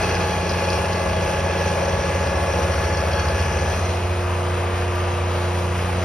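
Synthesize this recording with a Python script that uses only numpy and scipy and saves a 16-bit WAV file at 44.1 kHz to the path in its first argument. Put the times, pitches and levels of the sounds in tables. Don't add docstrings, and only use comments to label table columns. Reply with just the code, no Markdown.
import sys
import numpy as np
from scipy import signal
from scipy.fft import rfft, irfft, next_fast_len
from scipy.io import wavfile
from scipy.ndimage import uniform_filter1d

SR = 44100
rng = np.random.default_rng(int(sys.argv[2]) if len(sys.argv) > 2 else 0)


def linear_from_db(decibels):
    return 10 ** (np.asarray(decibels, float) / 20)


def transcribe(u):
    v = np.clip(np.atleast_2d(u).T, -1, 1)
    q = np.round(v * 32767).astype(np.int16)
    wavfile.write(sys.argv[1], SR, q)


N = 266364

# (time [s], load [0-1])
SNOW_LOAD = [
    (0, 1),
    (1, 0.93),
    (1.6, 0.89),
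    (2.5, 0.98),
    (3, 0.71),
    (3.6, 0.98),
    (4.3, 0.18),
    (5.5, 0.18),
    (6.04, 0.44),
]
# (time [s], chute rattle level [dB])
ICE_RATTLE = [
    (0, -37),
    (.5, -37.5),
    (1.5, -41),
    (2.5, -40.5),
    (3.4, -41),
    (3.9, -39),
    (4.3, -62),
    (5, -71),
    (6.04, -53),
]
# (time [s], turned away [0-1])
HEADING = [
    (0, 0),
    (1.8, 0.14),
    (3.6, 0.62),
    (5.15, 0.83),
    (5.7, 0.25),
    (6.04, 0),
]
# (time [s], engine cycles [Hz])
ENGINE_SPEED = [(0, 29.15), (.6, 29.156), (.9, 29.133), (1.8, 29.131), (2.4, 29.17), (3, 29.285),
                (3.6, 29.29), (3.9, 29.6), (4.2, 29.73), (4.8, 29.66), (6.04, 29.58)]
# (time [s], impeller turns per engine cycle [ratio])
IMPELLER_RATIO = [
    (2.6, .6276),
    (3, .6288),
]
# (multiple of engine cycle [ratio], loaded level [dB], free level [dB])
ENGINE_ORDERS = [(1.996, -47, -63), (3, -27, -23), (4.01, -43, -43), (4.79, -49.5, -44.5), (6, -35, -39),
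                 (7.02, -47.5, -57.5), (9.01, -45, -50), (11, -63, -62.5), (11.94, -43, -35.5),
                 (13.31, -44.5, -95), (13.92, -60, -53), (15.02, -48.5, -44), (16.23, -57, -34.5),
                 (17.98, -44.5, -61), (19.47, -49, -53), (20, -59, -52), (21.16, -43, -42.5),
                 (21.81, -38, -41.5), (23.13, -44, -51), (24.13, -47.5, -38.5), (25.1, -51.5, -49.5),
                 (26.7, -45, -75), (27.55, -42, -50.5), (29.4, -50, -39), (32.16, -43.5, -52.5),
                 (32.73, -66, -36), (40.07, -48.5, -47), (40.26, -59, -51), (70.4, -46.5, -55),
                 (84.4, -44.5, -53)]
# (multiple of impeller turn [ratio], loaded level [dB])
IMPELLER_ORDERS = [(3, -46), (4, -31), (5, -42), (6, -46), (8, -46.5), (10, -42), (11, -46), (12, -45),
                   (15, -50), (16, -53), (18, -45), (19, -46), (20, -43), (21, -42), (22, -41), (23, -43),
                   (24, -47), (25, -41), (26, -44), (27, -41), (28, -42), (34, -49), (60, -45), (90, -45)]
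# (multiple of impeller turn [ratio], level around the ring [dB])
HOUSING_ORDERS = [(29, -14), (30, 1.5), (31, -3.5), (32, -10.5), (33, -17)]
# (multiple of fan turn [ratio], loaded level [dB], free level [dB])
FAN_ORDERS = [(2, -51, -59), (3, -47.5, -44), (4, -86, -47), (5, -41, -34), (7, -43, -38), (9, -54, -47),
              (10, -43, -41.5), (16, -44, -57)]
# (frequency [Hz], density [dB per Hz])
CLATTER_SPECTRUM = [(30, -79), (55, -55), (100, -60), (200, -73.5), (290, -72), (480, -59.5), (1200, -62),
                    (2100, -68.5), (2600, -67), (3400, -73.5), (3650, -76.5), (9800, -82.5), (12700, -95.5),
                    (15200, -95)]
# (frequency [Hz], density [dB per Hz])
RUSH_SPECTRUM = [(30, -86), (70, -52.5), (160, -59.5), (260, -70.5), (500, -64.5), (800, -64),
                 (1500, -82.5), (2500, -74.5), (3650, -86), (6000, -79), (9500, -82.5), (12700, -100),
                 (15300, -99)]
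# (frequency [Hz], width [Hz], level [dB])
CHUTE_MODES = [(1637, 55, 1.5), (2555, 170, 3), (2666, 200, -4), (3308, 42, -0.5), (4435, 92, 0.5),
               (5980, 300, 0.5), (7840, 240, -26)]
# (frequency [Hz], width [Hz], level over rattle [dB], rise in packed snow [dB])
RING_MODES = [(4230, 54, 1.5, -5), (4995, 44, -1, -4), (5450, 82, -2, 7), (5726, 30, -1, 4)]
# (time [s], peak level [dB], place on the chute [-1 low to 1 high])
CLINKS = [(0.0268, -28, 0.66), (0.0882, -30, -1.3), (0.1521, -22.5, -.8), (0.2628, -42, -1),
          (0.2853, -40, -0.56), (0.4943, -27, .5), (0.5192, -30, .6), (0.5646, -36, .3), (0.6494, -29, 0),
          (0.7023, -19, -0.58), (0.7312, -25, -.2), (0.8086, -47, -1), (0.8455, -39, -.9),
          (0.9313, -26, -0.077), (1.2575, -48, -0.78), (2.0497, -35, -0.95), (2.2712, -32, -.4),
          (2.5346, -34, -.5), (2.6364, -40, -.6), (2.7107, -40, -.7), (2.9721, -26.5, -0.9),
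          (3.0061, -31, -1), (3.0654, -33, -1.2), (3.1313, -31, -1), (3.2575, -38, -0.62),
          (3.2849, -29, -.6), (3.3972, -31, -.2), (3.5887, -35, .5)]
# (frequency [Hz], width [Hz], level [dB], slope [dB per place])
CLINK_MODES = [(5030, 38, -3, 2), (5460, 170, -12.5, 2), (4500, 150, 2, 2), (6050, 140, -5, 1)]
# (time [s], peak level [dB])
FLAKE_TICKS = [
    (1.5694, -40),
    (4.957, -28),
]
# (frequency [Hz], left lead [half turns])
PORT_LEAD = [(220, 0), (780, .22), (1120, -.06), (1720, -.1), (2000, 0), (3300, .3), (4400, .36), (5150, 0),
             (5900, .3), (6700, .75), (8950, 1.27), (9800, 1.72), (12500, 2.27), (13000, 2.72),
             (15400, 3.3)]
# (frequency [Hz], likeness [0-1])
PORT_LIKENESS = [(100, .9993), (350, .985), (600, .975), (1000, .62), (2000, .97), (2800, .82), (3500, .6),
                 (4700, .5), (5200, .9), (6300, .85), (7500, .95), (9300, .8), (11000, .95), (12600, .8),
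                 (14300, .95)]
# (frequency [Hz], left minus right [dB])
PORT_BALANCE = [(60, -.4), (190, -1.4), (350, -1.2), (630, .8), (1000, 6), (1500, 3.5), (2030, 0),
                (3000, -1.5), (5000, .8), (6600, 0)]
# (frequency [Hz], depth [dB])
GATE_DEPTH = [(500, 40), (2000, 17), (5200, 12), (6500, 6), (15000, 6)]
GATE_FLOOR_DB = -84.5

FAN_RATIO_LOADED, FAN_RATIO_FREE = 2.4105, 2.408
GEAR_RATIO = 29.093
FIRING_START_TURNS, OCTAVE_START_TURNS, BLADE_START_TURNS, STRIKE_START_TURNS = .47, .65, .18, .47
FIRING_DB, FIRING_DB_PER_HZ, FIRING_TOP_DB, LOADED_HZ = -27.5, 11, -24, 29.14
OCTAVE_DB, OCTAVE_AWAY_DB = -32.5, -10
WHINE_DB, WHINE_AWAY_DB, WHINE_OCTAVE_DB, WHINE_OCTAVE_AWAY_DB = -33., -5., -39, 0
FAN_LOADED_DB, FAN_FREE_DB, FAN_AWAY_DB = -41.5, -36., 3.
CLATTER_DB, CLATTER_AWAY_DB = .5, -0.5
EMPTY_S, EMPTYING_S = 3.7, 0.37
WHINE_EMPTY_DB, WHINE_OCTAVE_EMPTY_DB, RING_EMPTY_DB = -12.5, -37, -13.5
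RING_DB, MOUTH_PASSES_S, MOUTH_DB_PER_S2 = -31.5, 1.92, -2.5
THUMP_LOOSE_DB, THUMP_PACKED_DB = -42.5, -27.5
BANK_S, ENTER_S, HOLD_S, LEAVE_S, CRUST_LEAD_S = 0.59, 2.1, 0.82, 1.1, 0.49
SPRAY_S, SPRAY_DB = 0.052, 3

STRIDE = 32
FFT_SIZE = next_fast_len(N)
T = np.arange(N) / SR
F = np.fft.rfftfreq(FFT_SIZE, 1 / SR) + 1e-3


def over_hz(table, f=F):
    hz, value = np.transpose(table)
    return np.interp(np.log(f), np.log(hz), value)


def curve(table):
    return np.interp(T, *np.transpose(table))


def fine(slow):
    return np.interp(T, T[::STRIDE], slow)


def slow_amp(db, wander_db):
    return fine(linear_from_db(np.broadcast_to(db, N)[::STRIDE] + wander_db))


def walk(rate):
    hold = int(SR / rate / STRIDE)
    steps = len(T[::STRIDE])
    held = np.repeat(rng.standard_normal(steps // hold + 1), hold)
    return 1.38 * uniform_filter1d(uniform_filter1d(held, hold), hold)[:steps]


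def tones(turns, multiples, levels_db, wander_db, slip, rate):
    out = np.zeros(N)
    for k, db in zip(multiples, levels_db):
        phase = 2 * np.pi * (k * turns + rng.random()) + fine(slip * walk(rate))
        out += slow_amp(db, wander_db * walk(rate)) * np.sqrt(2) * np.sin(phase)
    return out


def hiss(spectrum, shared_db, flicker_db, rate, gust_db):
    noise = rfft(rng.standard_normal(FFT_SIZE)) * linear_from_db(over_hz(spectrum)) * np.sqrt(SR / 2)
    out = np.zeros(N)
    place = 2 * np.log2(F / 30)
    gust = gust_db * walk(15.)
    for band in range(19):
        share = np.cos(np.pi / 2 * np.clip(place - band, -1, 1)) ** 2
        wander_db = flicker_db * walk(rate) + gust * (band / 18) ** 3
        out += slow_amp(shared_db, wander_db) * irfft(noise * share, FFT_SIZE)[:N]
    return out


def mode(blows, hz, width):
    pole = np.exp(-np.pi * width / SR)
    angle = 2 * np.pi * hz / SR
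    return signal.lfilter([np.sin(angle)], [1, -2 * pole * np.cos(angle), pole ** 2], blows)


def flakes():
    s, peak_db = np.transpose(FLAKE_TICKS)
    blows = np.zeros(N)
    blows[(s * SR).astype(int)] = linear_from_db(peak_db + 4)
    return mode(blows, 11000., 4000.)


def fan(turns_per_sample, load, blade_db):
    ratio = FAN_RATIO_FREE + load * (FAN_RATIO_LOADED - FAN_RATIO_FREE)
    turns = np.cumsum(turns_per_sample * ratio)
    multiples = [row[0] for row in FAN_ORDERS]
    levels = [blade_db if k == 5 else free + load * (loaded - free) for k, loaded, free in FAN_ORDERS]
    return tones(turns, multiples, levels, 1.0, 0.087, 5.)


def engine(turns, load, firing_db, octave_db, clatter_db):
    rows = [row for row in ENGINE_ORDERS if round(row[0]) not in (3, 6, 12, 24)]
    multiples = [round(row[0]) for row in rows]
    levels = [free + load * (loaded - free) for _, loaded, free in rows]
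    side_tones = tones(turns, multiples, levels, 2.0, 0.81, 4.08)
    firing = linear_from_db(firing_db) * np.sqrt(2) * np.sin(2 * np.pi * (3 * turns + FIRING_START_TURNS))
    firing += linear_from_db(octave_db) * np.sqrt(2) * np.sin(2 * np.pi * (6 * turns + OCTAVE_START_TURNS))
    puff_db = 0.89 * np.cos(6 * np.pi * turns) + 0.59 * np.cos(2 * np.pi * turns)
    shared_db = puff_db + clatter_db + fine(0.6 * walk(2.895))
    return firing + side_tones + hiss(CLATTER_SPECTRUM, shared_db, 0.8, 9., gust_db=1.5)


def clinks():
    s, peak_db, place = np.transpose(CLINKS)
    scatter = rng.standard_normal((len(s), len(CLINK_MODES)))
    out = np.zeros(N)
    for (hz, width, db, per_place_db), chance in zip(CLINK_MODES, scatter.T):
        blows = np.zeros(N)
        blows[(s * SR).astype(int)] = linear_from_db(peak_db + db + per_place_db * place + 2.2 * chance - 0.5)
        out += mode(blows, hz, width)
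    return out


def spray():
    s, peak_db, _ = np.transpose(CLINKS)
    nearness = np.exp(-((T[::100] - s[:, None]) / SPRAY_S) ** 2)
    near = linear_from_db(peak_db - peak_db.max())[:, None] * nearness
    return SPRAY_DB * np.interp(T, T[::100], np.sqrt(near.sum(axis=0)))


def chute(rattle_db, packed):
    struck = np.flatnonzero(rng.random(N) < 800 / SR * slow_amp(0, 2.4 * walk(18.)))
    chance = rng.standard_normal((N // 10, 12))[:len(struck)]
    size_db = np.minimum(0.77 * rng.exponential(size=N // 10), 9.)
    size = linear_from_db(size_db)[:len(struck)] * chance[:, -1]
    sharp_db = rattle_db + spray() - 3.5
    modes = [(hz, width, db + rattle_db + fine(2.5 * walk(3.5))) for hz, width, db in CHUTE_MODES]
    for hz, width, db, packed_db in RING_MODES:
        modes.append((hz, width, db + packed_db * packed + sharp_db + fine(1.6 * walk(4.9))))
    out = np.zeros(N)
    for (hz, width, db), own in zip(modes, chance.T):
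        blows = np.zeros(N)
        blows[struck] = size * linear_from_db(2.4 * own)
        ring = mode(mode(blows, hz, 2.2 * width), hz, 2.2 * width)
        out += slow_amp(db, 0) * ring / np.sqrt(uniform_filter1d(ring ** 2, SR // 3))
    return out


def thrower(turns, load, thump_db, ring_db, whine_db, whine_octave_db):
    shaft = np.cumsum(curve(IMPELLER_RATIO) * np.gradient(turns))
    thump = linear_from_db(thump_db) * np.sqrt(2) * np.sin(2 * np.pi * (4 * shaft + BLADE_START_TURNS))
    rows = [row for row in IMPELLER_ORDERS if row[0] != 4]
    load_db = 20 * np.log10(load + 0.039)
    levels = [thump_db - 10.5 if k == 8 else db + load_db for k, db in rows]
    ladder = tones(shaft, [row[0] for row in rows], levels, 1.2, .12, 4.)
    strike = 2 * np.pi * (shaft + STRIKE_START_TURNS)
    throb = sum(linear_from_db(db) * np.sin(k * strike) for k, db in HOUSING_ORDERS)
    ring = throb * np.sqrt(2) * slow_amp(ring_db, 1.0 * walk(7.44))
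    whine = tones(GEAR_RATIO * turns, [1, 2], [whine_db + 0.87, whine_octave_db + 0.68], 0.92, 0.69, 12.)
    bite_db = 0.71 * np.cos(strike) + fine(0.4 * walk(4.9))
    rush = load * hiss(RUSH_SPECTRUM, bite_db, 1.56, 12.0, gust_db=1.3)
    return thump + ladder + ring + whine + rush


def ports(machine):
    edge = 8192
    wide = np.pad(machine, (edge, next_fast_len(N + 2 * edge) - N - edge), mode="reflect")
    f = np.fft.rfftfreq(len(wide), 1 / SR) + F[0]
    direct = rfft(wide)
    tail = rng.standard_normal(edge) * np.exp(-np.arange(edge) / (.05 * SR))
    scattered = direct * rfft(tail / np.sqrt(np.sum(tail ** 2)), len(wide))
    alike = over_hz(PORT_LIKENESS, f)
    shared = np.sqrt((1 + alike) / 2) * direct
    apart = np.sqrt((1 - alike) / 2) * scattered
    half = np.exp(.5j * np.pi * over_hz(PORT_LEAD, f)) * linear_from_db(over_hz(PORT_BALANCE, f) / 2)
    both = np.array([(shared + apart) * half, (shared - apart) / half])
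    return irfft(both, len(wide))[:, edge:edge + N]


def stereo_gate(x):
    sum_difference = np.array([x[0] + x[1], x[0] - x[1]]) / 2
    f, _, z = signal.stft(sum_difference, SR, nperseg=2048, boundary="even")
    band = np.arange(len(f)) // 8
    power = np.add.reduceat(np.abs(z) ** 2, np.arange(0, len(f), 8), axis=1) / 8
    frame_db = 1.4 * rng.standard_normal(power.shape[2])
    band_db = 1.3 * rng.standard_normal(power.shape[1:])
    shift = linear_from_db(frame_db + band_db) ** 2
    margin = linear_from_db(np.interp(f[::8], *np.transpose(GATE_DEPTH)))[:, None] ** 2
    strong_enough = power * margin * shift > power[::-1]
    passed = strong_enough & (power * shift > linear_from_db(GATE_FLOOR_DB) ** 2)
    mid, side = signal.istft(z * passed[:, band], SR, nperseg=2048)[1][:, :N]
    return np.array([mid + side, mid - side])


def scene():
    hz, away = curve(ENGINE_SPEED), curve(HEADING)
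    load = np.clip(curve(SNOW_LOAD), 0, 1.2)
    empty = np.clip((T - EMPTY_S) / EMPTYING_S, 0, 1)
    bank = np.cumsum([BANK_S, ENTER_S, HOLD_S, LEAVE_S]), [0, 1, 1, 0]
    packed = np.interp(T, *bank)
    crust = np.interp(T + CRUST_LEAD_S, *bank)
    firing_db = np.minimum(FIRING_DB + FIRING_DB_PER_HZ * (hz - LOADED_HZ), FIRING_TOP_DB)
    octave_db = OCTAVE_DB + OCTAVE_AWAY_DB * away
    clatter_db = CLATTER_DB + CLATTER_AWAY_DB * away
    thump_db = THUMP_LOOSE_DB + packed * (THUMP_PACKED_DB - THUMP_LOOSE_DB)
    mouth_db = MOUTH_DB_PER_S2 * (T - MOUTH_PASSES_S) ** 2
    ring_db = RING_DB + mouth_db * (1 - empty) + RING_EMPTY_DB * empty
    whine_db = WHINE_DB + WHINE_AWAY_DB * away + WHINE_EMPTY_DB * np.sqrt(empty)
    whine_octave_db = WHINE_OCTAVE_DB + WHINE_OCTAVE_AWAY_DB * away + WHINE_OCTAVE_EMPTY_DB * empty
    fan_db = FAN_LOADED_DB + empty * (FAN_FREE_DB - FAN_LOADED_DB) + FAN_AWAY_DB * away
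    turns = np.cumsum(hz / SR)
    machine = fan(hz / SR, load, fan_db)
    machine += engine(turns, load, firing_db, octave_db, clatter_db)
    machine += clinks() + chute(curve(ICE_RATTLE) - 7.5, crust)
    machine += thrower(turns, load, thump_db, ring_db, whine_db, whine_octave_db)
    return ports(machine) + flakes()


def band_limit(x):
    return signal.sosfilt(signal.butter(12, 15650, fs=SR, output="sos"), x)


def record(dry):
    mix = stereo_gate(dry)
    return band_limit(mix)


dry = scene()
out = record(dry)
transcribe(out)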